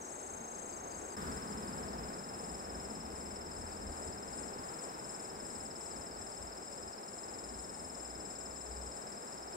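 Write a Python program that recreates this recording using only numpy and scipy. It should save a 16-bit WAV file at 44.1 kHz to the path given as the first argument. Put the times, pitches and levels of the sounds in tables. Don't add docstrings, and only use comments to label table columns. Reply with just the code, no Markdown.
import sys
import numpy as np
from scipy import signal
from scipy.fft import rfft, irfft, next_fast_len
from scipy.io import wavfile
from scipy.ndimage import uniform_filter1d, map_coordinates

SR = 44100
rng = np.random.default_rng(int(sys.argv[2]) if len(sys.argv) > 2 else 0)


def bounce(signal):
    frames = np.transpose(np.atleast_2d(signal))
    limited = np.clip(frames, -1, 1)
    pcm = np.round(limited * 32767).astype(np.int16)
    wavfile.write(sys.argv[1], SR, pcm)


N = 421596
T = np.arange(N) / SR
HANDOVER_S = 1.162


def amp(db):
    return 10 ** (np.asarray(db) / 20)


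def unit(x):
    return x / np.sqrt(np.mean(x ** 2) + 1e-20)


def along(points, hz):
    freqs, values = np.transpose(points)
    return np.interp(np.log(hz + 1), np.log(freqs + 1), values)


def curves(rows):
    times, *columns = np.transpose(rows)
    return [np.interp(T, times, column) for column in columns]


def wobble(rate):
    return map_coordinates(rng.standard_normal(int(N * rate / SR) + 4), [T * rate])


def filtered(x, response):
    size = next_fast_len(N + SR // 4)
    return irfft(rfft(x, size) * response(np.fft.rfftfreq(size, 1 / SR)), size)[..., :N]


def coloured(x, spectrum):
    return unit(filtered(x, lambda hz: amp(along(spectrum, hz))))


def strokes(times, level_db, length_s, top_hz, fall_hz, bend, taper, scatter_db,
            fall_spread=0, rasp=0, swell=0, rise_hz=0):
    progress = np.linspace(0, 1, int(length_s * SR))
    detune, phase, accent, jitter, droop = rng.standard_normal((len(times), 5)).T
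    run_up = rise_hz * (1 - progress) ** 6
    fall = fall_hz * (1 + fall_spread * droop[:, None]) * progress ** bend
    pitch = (top_hz - run_up - fall) * (1 + .0014 * detune[:, None])
    onset = np.round((times - length_s / 2 + .0004 * jitter) * SR).astype(int)
    samples = np.clip(onset[:, None] + np.arange(len(progress)), 0, N)
    teeth = unit(uniform_filter1d(rng.standard_normal(N + 1), size=48))[samples]
    tone = np.sin(2 * np.pi * (np.cumsum(pitch, axis=1) / SR + phase[:, None]) + rasp * teeth)
    gain = np.sqrt(2) * amp(level_db + scatter_db * accent)
    pressure = signal.windows.tukey(len(progress), taper) * (1 + swell * (progress - .5))
    return np.bincount(samples.ravel(), (gain[:, None] * tone * pressure).ravel(), N + 1)[:N]


# (frequency [Hz], time to fade by 60 dB [s])
LEAF_DECAY = [(3000, 0.061), (8000, 0.18), (14000, 0.045)]
def foliage(x):
    hz, t, noise = signal.stft(rng.standard_normal((2, 2, SR // 3)), SR, nperseg=256)
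    decay = amp(-60 * t / along(LEAF_DECAY, hz)[:, None])
    tails = signal.istft(noise * decay, SR, nperseg=256)[1]
    tails /= np.linalg.norm(tails, axis=-1, keepdims=True)
    echo_a, echo_b = signal.oaconvolve(x[None, None], tails, axes=-1)[..., :N]
    turn = np.pi * (T + wobble(.99))
    return np.cos(turn) * echo_a + np.sin(turn) * echo_b


def fast_trill():
    times = np.arange(.0152, HANDOVER_S - .02, 1 / 27.885)
    song = strokes(times, level_db=-48.7, length_s=.0195, top_hz=6595, fall_hz=240,
                   bend=.65, taper=1, scatter_db=.5)
    reflection = amp(-4.5) * np.interp(T - .00841, T, song)
    stereo = np.array([song * amp(-1.5) + reflection, song])
    return (stereo + amp(-12) * foliage(song)) * (T < HANDOVER_S)


# (frequency [Hz], relative level [dB])
CHORUS_EQ = [(3500, -70), (4300, -52), (4850, -16), (5080, -13), (5280, -17), (5480, -5), (5750, -15),
             (6100, -18), (7500, -70)]
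def far_crickets():
    chorus_db = -71 + 2 * (T > HANDOVER_S) + 5.6 * np.tanh(wobble(45))
    chorus = amp(chorus_db) * coloured(rng.standard_normal((2, N)), CHORUS_EQ)
    times = np.arange(.047, N / SR, 1 / 18.9)
    trill = strokes(times, level_db=np.where(times < HANDOVER_S, -73, -66), length_s=.02,
                    top_hz=5100, fall_hz=400, bend=2, taper=.7, scatter_db=2)
    pair = strokes(np.array([.027, .071]), level_db=-58, length_s=.025, top_hz=5950, fall_hz=130,
                   bend=1.3, taper=.69, scatter_db=0)
    return chorus + trill * amp([[0], [-3]]) + amp(-2) * foliage(trill) + pair


# (frequency [Hz], relative level [dB])
CICADA_EQ = [(5800, -24.5), (6400, -19.5), (6900, -11), (7350, 2), (7520, -2), (7720, 3.5), (7900, -2.5),
             (8070, -1), (8300, -10.5), (8550, -14.5), (8800, -17.5), (9300, -22), (11300, -21.5),
             (12200, -68)]
def tymbal(rate_hz, unsteady):
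    jitter = unsteady * (wobble(260) + wobble(45) / 2)
    phase = 2 * np.pi * np.cumsum(rate_hz * (1 + jitter)) / SR
    overtones = sum(amp(-.75 * (k - 14) ** 2) * np.cos(k * phase) for k in range(11, 18))
    clicks = coloured(overtones, CICADA_EQ)
    return unit(clicks + amp(-9) * foliage(clicks))


# (start [s], click rate it sags towards [Hz], lull before it [dB])
CICADA_PHRASES = [(0, 569, -4), (0.419, 560, -4), (.85, 568, -6.5), (1.17, 527, -1), (1.56, 560, -1.5),
                  (1.94, 560, -3.5), (2.31, 558, -2.5), (2.69, 556, -3), (3.04, 564, -3.5),
                  (3.441, 569, -4.5), (3.84, 558, -2), (4.18, 563, -4), (4.56, 562, -6), (4.95, 560, -5),
                  (5.33, 560, -4.5), (5.72, 569, -6), (6.11, 566, -8), (6.53, 556, -5), (6.97, 558, -4.5),
                  (7.42, 549, -2), (7.67, 523.8, 0), (8.62, 541, 0), (9.06, 559, -3), (9.451, 560, -3.5)]
# (time [s], relative level [dB], trim on the right [dB])
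CICADA_EFFORT = [(0, -53.5, -2), (.65, -54.5, -0.5), (1.05, -53.5, -0.5), (1.75, -54.5, 3),
                 (2.15, -55.5, 1), (2.5, -54, 2), (2.9, -54.5, 1), (3.25, -54.5, .5), (4, -53.5, 0.5),
                 (4.4, -52.5, -2), (5.2, -53, 1), (5.55, -51.5, -1.5), (5.95, -51, -1), (6.3, -52.5, -3),
                 (6.75, -55.5, 1), (7.3, -53.5, -1), (7.65, -54, 1), (8.03, -51, -2), (8.17, -55, 2),
                 (8.45, -52.5, -1), (8.8, -53, 1), (9.3, -54, -2.5), (9.56, -54, 2)]
# (frequency [Hz], gain [dB])
RIGHT_EQ = [(6000, -5), (7000, -16), (7500, -16), (8050, -7.5), (8500, -4), (9200, 6), (11000, -7)]
def cicadas():
    attack_s, release_s, neighbour_share = .12, .096, .42
    start, settled_hz, lull_db = np.transpose(CICADA_PHRASES)
    phrase = np.searchsorted(start, T, side="right") - 1
    age = T - start[phrase]
    length = np.diff(start, append=T[-1] + .19)[phrase]
    sag = 1 + (.035 + .024 * length) * np.exp(-age / .3)
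    lead = tymbal(settled_hz[phrase] * sag, unsteady=.019 * np.exp(-length / .526))
    lead_share = .04 + .56 * length
    neighbour = tymbal(rate_hz=535 * (1 + .004 * wobble(1)), unsteady=.004)
    noise = rng.standard_normal((2, N)) + .37 * rng.standard_normal(N)
    blur = coloured(noise * amp(1.43 * wobble(180)), CICADA_EQ)
    backing = np.sqrt(neighbour_share) * neighbour + np.sqrt(1 - neighbour_share) * blur
    song = np.sqrt(lead_share) * lead + np.sqrt(1 - lead_share) * backing
    swell = np.clip(np.minimum(age / attack_s, (length - age) / release_s), 0, 1)
    dip_db = np.interp(T, start, lull_db) * (1 - swell)
    effort_db, right_db = curves(CICADA_EFFORT)
    flicker_db = .75 * wobble(25) + .45 * wobble(11)
    left, right = amp(effort_db + 6.5 + dip_db + flicker_db) * song
    right_coloured = filtered(right * amp(right_db), lambda hz: amp(along(RIGHT_EQ, hz)))
    return np.array([np.roll(left, 9), right_coloured])


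# (frequency [Hz], shared power [0-1])
COHERENCE = [(60, 0.89), (150, 0.97), (330, 0.93), (520, 0.77), (800, 0.71), (1200, 0.68), (1550, 0.47),
             (2050, 0.4), (3000, 0.23)]
def stereo_noise(spectrum, lag_s=.00043):
    lag = lambda hz: np.exp(-1j * np.pi * hz * lag_s * np.array([[1], [-1]]))
    share = lambda hz: along(COHERENCE, hz)
    direct = filtered(rng.standard_normal(N), lambda hz: np.sqrt(share(hz)) * lag(hz))
    diffuse = filtered(rng.standard_normal((2, N)), lambda hz: np.sqrt(1 - share(hz)))
    return coloured(direct + diffuse, spectrum)


# (frequency [Hz], relative level [dB])
ROAR_EQ = [(60, -19.5), (180, -10), (400, -0.5), (550, -2.5), (780, -1), (1000, -4.5), (1500, -10),
           (2000, -16.5), (2600, -22), (3300, -28), (6000, -36.5)]
PASS_HISS_EQ = [(400, -10.5), (700, -13), (1000, 6), (1600, -0.5), (2200, -12), (3000, -17), (6000, -20),
                (12000, -25)]
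BOOM_EQ = [(50, -21), (110, -8.5), (160, -4.5), (183, -2), (203, -1), (222, 0.5), (255, -2.5), (330, -11.5),
           (450, -7.5), (600, -33), (1500, -46.5)]
# (time [s], relative roar [dB], relative boom [dB])
TRAFFIC_FLOW = [(0, -56, -57.5), (.7, -54, -62), (.95, -54, -58.5), (1.6, -53.5, -68), (2, -53.5, -55.5),
                (2.3, -53.5, -58), (2.65, -53.5, -52), (2.85, -53.5, -52), (3, -54.5, -51),
                (3.25, -54, -54.5), (4.7, -54, -55), (5.8, -55, -56), (6.5, -55.5, -60),
                (7.5, -55.5, -58.5), (8, -55, -57.5), (8.3, -55.5, -58), (9.56, -55, -61)]
# (peak time [s], half-width [s], tyre hiss [dB], body boom [dB])
VEHICLE_PASSES = [(1.24, 0.12, -47.5, -47), (1.72, 0.29, -54, -47), (4.75, 0.16, -53.5, -71)]
def traffic():
    nearness = np.array([(T >= HANDOVER_S) / (1 + ((T - peak) / width) ** 2)
                         for peak, width, _, _ in VEHICLE_PASSES])
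    peak_power = amp(np.transpose(VEHICLE_PASSES)[2:]) ** 2
    pass_hiss, pass_boom = np.sqrt(peak_power @ nearness)
    flow_roar, flow_boom = amp(curves(TRAFFIC_FLOW))
    roar = flow_roar * amp(7 + .51 * wobble(10)) * stereo_noise(ROAR_EQ)
    boom = np.hypot(flow_boom, pass_boom) * amp(1.5 * wobble(8)) * stereo_noise(BOOM_EQ)
    return roar + boom + pass_hiss * stereo_noise(PASS_HISS_EQ)


# (time [s], firing rate [Hz], share of the low end's power [0-1])
ENGINE_REVS = [(0, 79.2, 0.7), (1.14, 77.8, 0.5), (1.55, 62.6, 0.3), (1.85, 58, 0.7), (2.75, 55, 0.54),
               (3.05, 60, 0.55), (3.3, 72.4, 0.72), (3.7, 81, 0.56), (4.25, 69.4, 0.74), (4.55, 58, 0),
               (5.9, 54, 0), (6.9, 54, 0.51), (7.5, 57.15, 0.43), (8.88, 60.75, 0.89), (9.56, 60, 0.5)]
# (frequency [Hz], relative level [dB])
RUMBLE_EQ = [(15, -58), (30, -19), (44, -11), (54, 4), (68, -2.5), (85, -1.5), (110, -12), (220, -44),
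             (600, -90)]
# (time [s], level [dB])
LOW_BED = [(0, -68), (1.155, -62.5), (1.185, -58), (2, -58), (2.3, -61.5), (3, -63), (3.3, -57), (3.7, -54),
           (4.55, -60), (4.8, -69), (5.6, -63), (7.1, -67.5), (7.4, -59.5), (7.8, -63), (8.35, -62.5),
           (8.7, -51.5), (9.05, -70), (9.56, -62)]
# (centre [s], length [s], peak level [dB])
GUSTS = [(1.32, 0.29, -50.5), (1.83, 0.3, -49.5), (2.01, .15, -53), (2.518, 0.15, -54.5),
         (2.778, 0.31, -51.5), (3.125, 0.25, -51), (3.894, 0.087, -47), (4.09, 0.089, -47),
         (4.293, 0.13, -55), (4.581, .22, -57), (5.403, 0.16, -61), (5.599, 0.12, -54.5),
         (5.967, 0.17, -56), (6.19, 0.2, -61), (6.438, .2, -53.5), (6.858, 0.21, -56), (7.544, 0.22, -57),
         (7.851, 0.17, -57), (8.162, 0.17, -56), (8.845, 0.2, -50.5)]
def engine_and_gusts():
    firing_hz, share = curves(ENGINE_REVS)
    phase = 2 * np.pi * np.cumsum(firing_hz * (1 + .0053 * wobble(12))) / SR
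    half_order_db = -1.5 - (firing_hz.max() - firing_hz)
    drone = np.sin(phase) + amp(half_order_db) * np.sin(phase / 2) + amp(-13) * np.sin(3 * phase)
    bed = amp(curves(LOW_BED)[0] + 2.4 * wobble(10))
    gusts = sum(amp(db) * np.cos(np.pi * np.clip((T - centre) / length, -.5, .5))
                for centre, length, db in GUSTS)
    low_end = np.sqrt(share) * unit(drone) + np.sqrt(1 - share) * stereo_noise(RUMBLE_EQ)
    return np.hypot(bed, gusts) * low_end


# (frequency [Hz], relative level [dB])
AIR_EQ = [(1500, -2), (3300, -12), (3800, 9), (4500, 4.5), (6300, 2), (9800, -8), (12000, -6),
          (15700, -3.5)]
def air():
    return amp(-66.5) * coloured(rng.standard_normal((2, N)), AIR_EQ)


# (first stroke [s], strokes [count])
CHIRP_CUES = [(.549, 1), (.712, 3), (.904, 4), (1.108, 3), (1.262, 4), (1.461, 4), (1.661, 4), (1.853, 4),
              (3.344, 2), (3.499, 4), (3.699, 4), (3.897, 4), (4.095, 4), (4.3, 4), (5.723, 3), (5.894, 4),
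              (6.096, 4), (6.298, 4), (6.5, 4), (6.704, 4), (6.905, 4), (8.319, 3), (8.516, 3), (8.704, 4),
              (8.906, 4), (9.105, 4), (9.308, 4), (9.51, 3)]
# (time [s], level [dB])
BOUT_LEVELS = [(2, -58.3), (3.3, -60.5), (5.7, -59.8), (8.3, -61.4)]
def field_cricket(spacing_s=.018, first_stroke_db=-3):
    times, accent_db = np.transpose([(start + k * spacing_s, first_stroke_db * (k == 0))
                                     for start, count in CHIRP_CUES for k in range(count)])
    levels = np.interp(times, *np.transpose(BOUT_LEVELS)) + accent_db
    song = strokes(times - .001, level_db=levels, length_s=.012, top_hz=5180, fall_hz=960,
                   bend=1.4, taper=.85, scatter_db=1.2, fall_spread=.12, rasp=.25)
    return song * amp([[0], [-12]]) + amp([[-6], [-7]]) * foliage(song)


# (time [s], pitch [Hz], level [dB])
RECEDING_HUM = [(1.17, 198, -59), (1.5, 202, -57), (2.1, 200, -62), (2.5, 190, -60), (2.8, 200, -64),
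                (3.1, 186, -60), (3.35, 205, -61), (3.9, 205, -63.5), (4.6, 203, -72), (9.56, 203, -80)]
def receding_vehicle():
    pitch_hz, level_db = curves(RECEDING_HUM)
    gain = (T >= HANDOVER_S) * np.sqrt(2) * amp(level_db + 2 * wobble(14))
    phase = 2 * np.pi * np.cumsum(pitch_hz * (1 + .022 * wobble(20))) / SR
    return gain * np.sin(phase)


# (time [s], pace [strokes/s])
SLOW_TRILL_PACE = [(1.17, 19.605), (5.3, 19.607), (6.5, 19.63), (8, 19.635), (8.8, 19.61)]
SCRAPER_SLIPS = [3.114, 5.359]
def slow_trill(entry_s=1.1728, level_db=-50.5):
    count = np.cumsum(curves(SLOW_TRILL_PACE)[0] * (T > entry_s)) / SR
    times = np.interp(np.arange(count[-1]) + .001, count, T)
    clean = times[np.abs(times[:, None] - SCRAPER_SLIPS).min(axis=1) > .02]
    direct = strokes(clean - .0008, level_db, length_s=.0202, top_hz=5254, fall_hz=330, bend=3.8,
                     taper=.6, scatter_db=.6, fall_spread=.24, rasp=.13, swell=.2, rise_hz=100)
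    after_echo = strokes(clean + .0098, level_db=-63.5, length_s=.011, top_hz=5240, fall_hz=150,
                         bend=1.2, taper=.9, scatter_db=3, fall_spread=.5)
    song = direct + after_echo
    for offset_s, hz in [(-.009, 5330), (0, 5240), (.008, 5120)]:
        song += strokes(np.add(SCRAPER_SLIPS, offset_s), level_db - 1, length_s=.007,
                        top_hz=hz, fall_hz=200, bend=1, taper=.9, scatter_db=1)
    reverb = foliage(np.interp(T - .008, T, song))
    return song + amp([[-10], [-13]]) * reverb


def scene():
    insects = fast_trill() + far_crickets() + cicadas() + field_cricket() + slow_trill()
    backdrop = traffic() + engine_and_gusts() + receding_vehicle()
    return insects + backdrop * amp([[.8], [-.8]]) + air()


def record(dry, top_hz=15800):
    dip = 1 - .78 * np.exp(-((T - HANDOVER_S) / .004) ** 4)
    return filtered(dry * dip, lambda hz: hz < top_hz)


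dry = scene()
out = record(dry)
bounce(out)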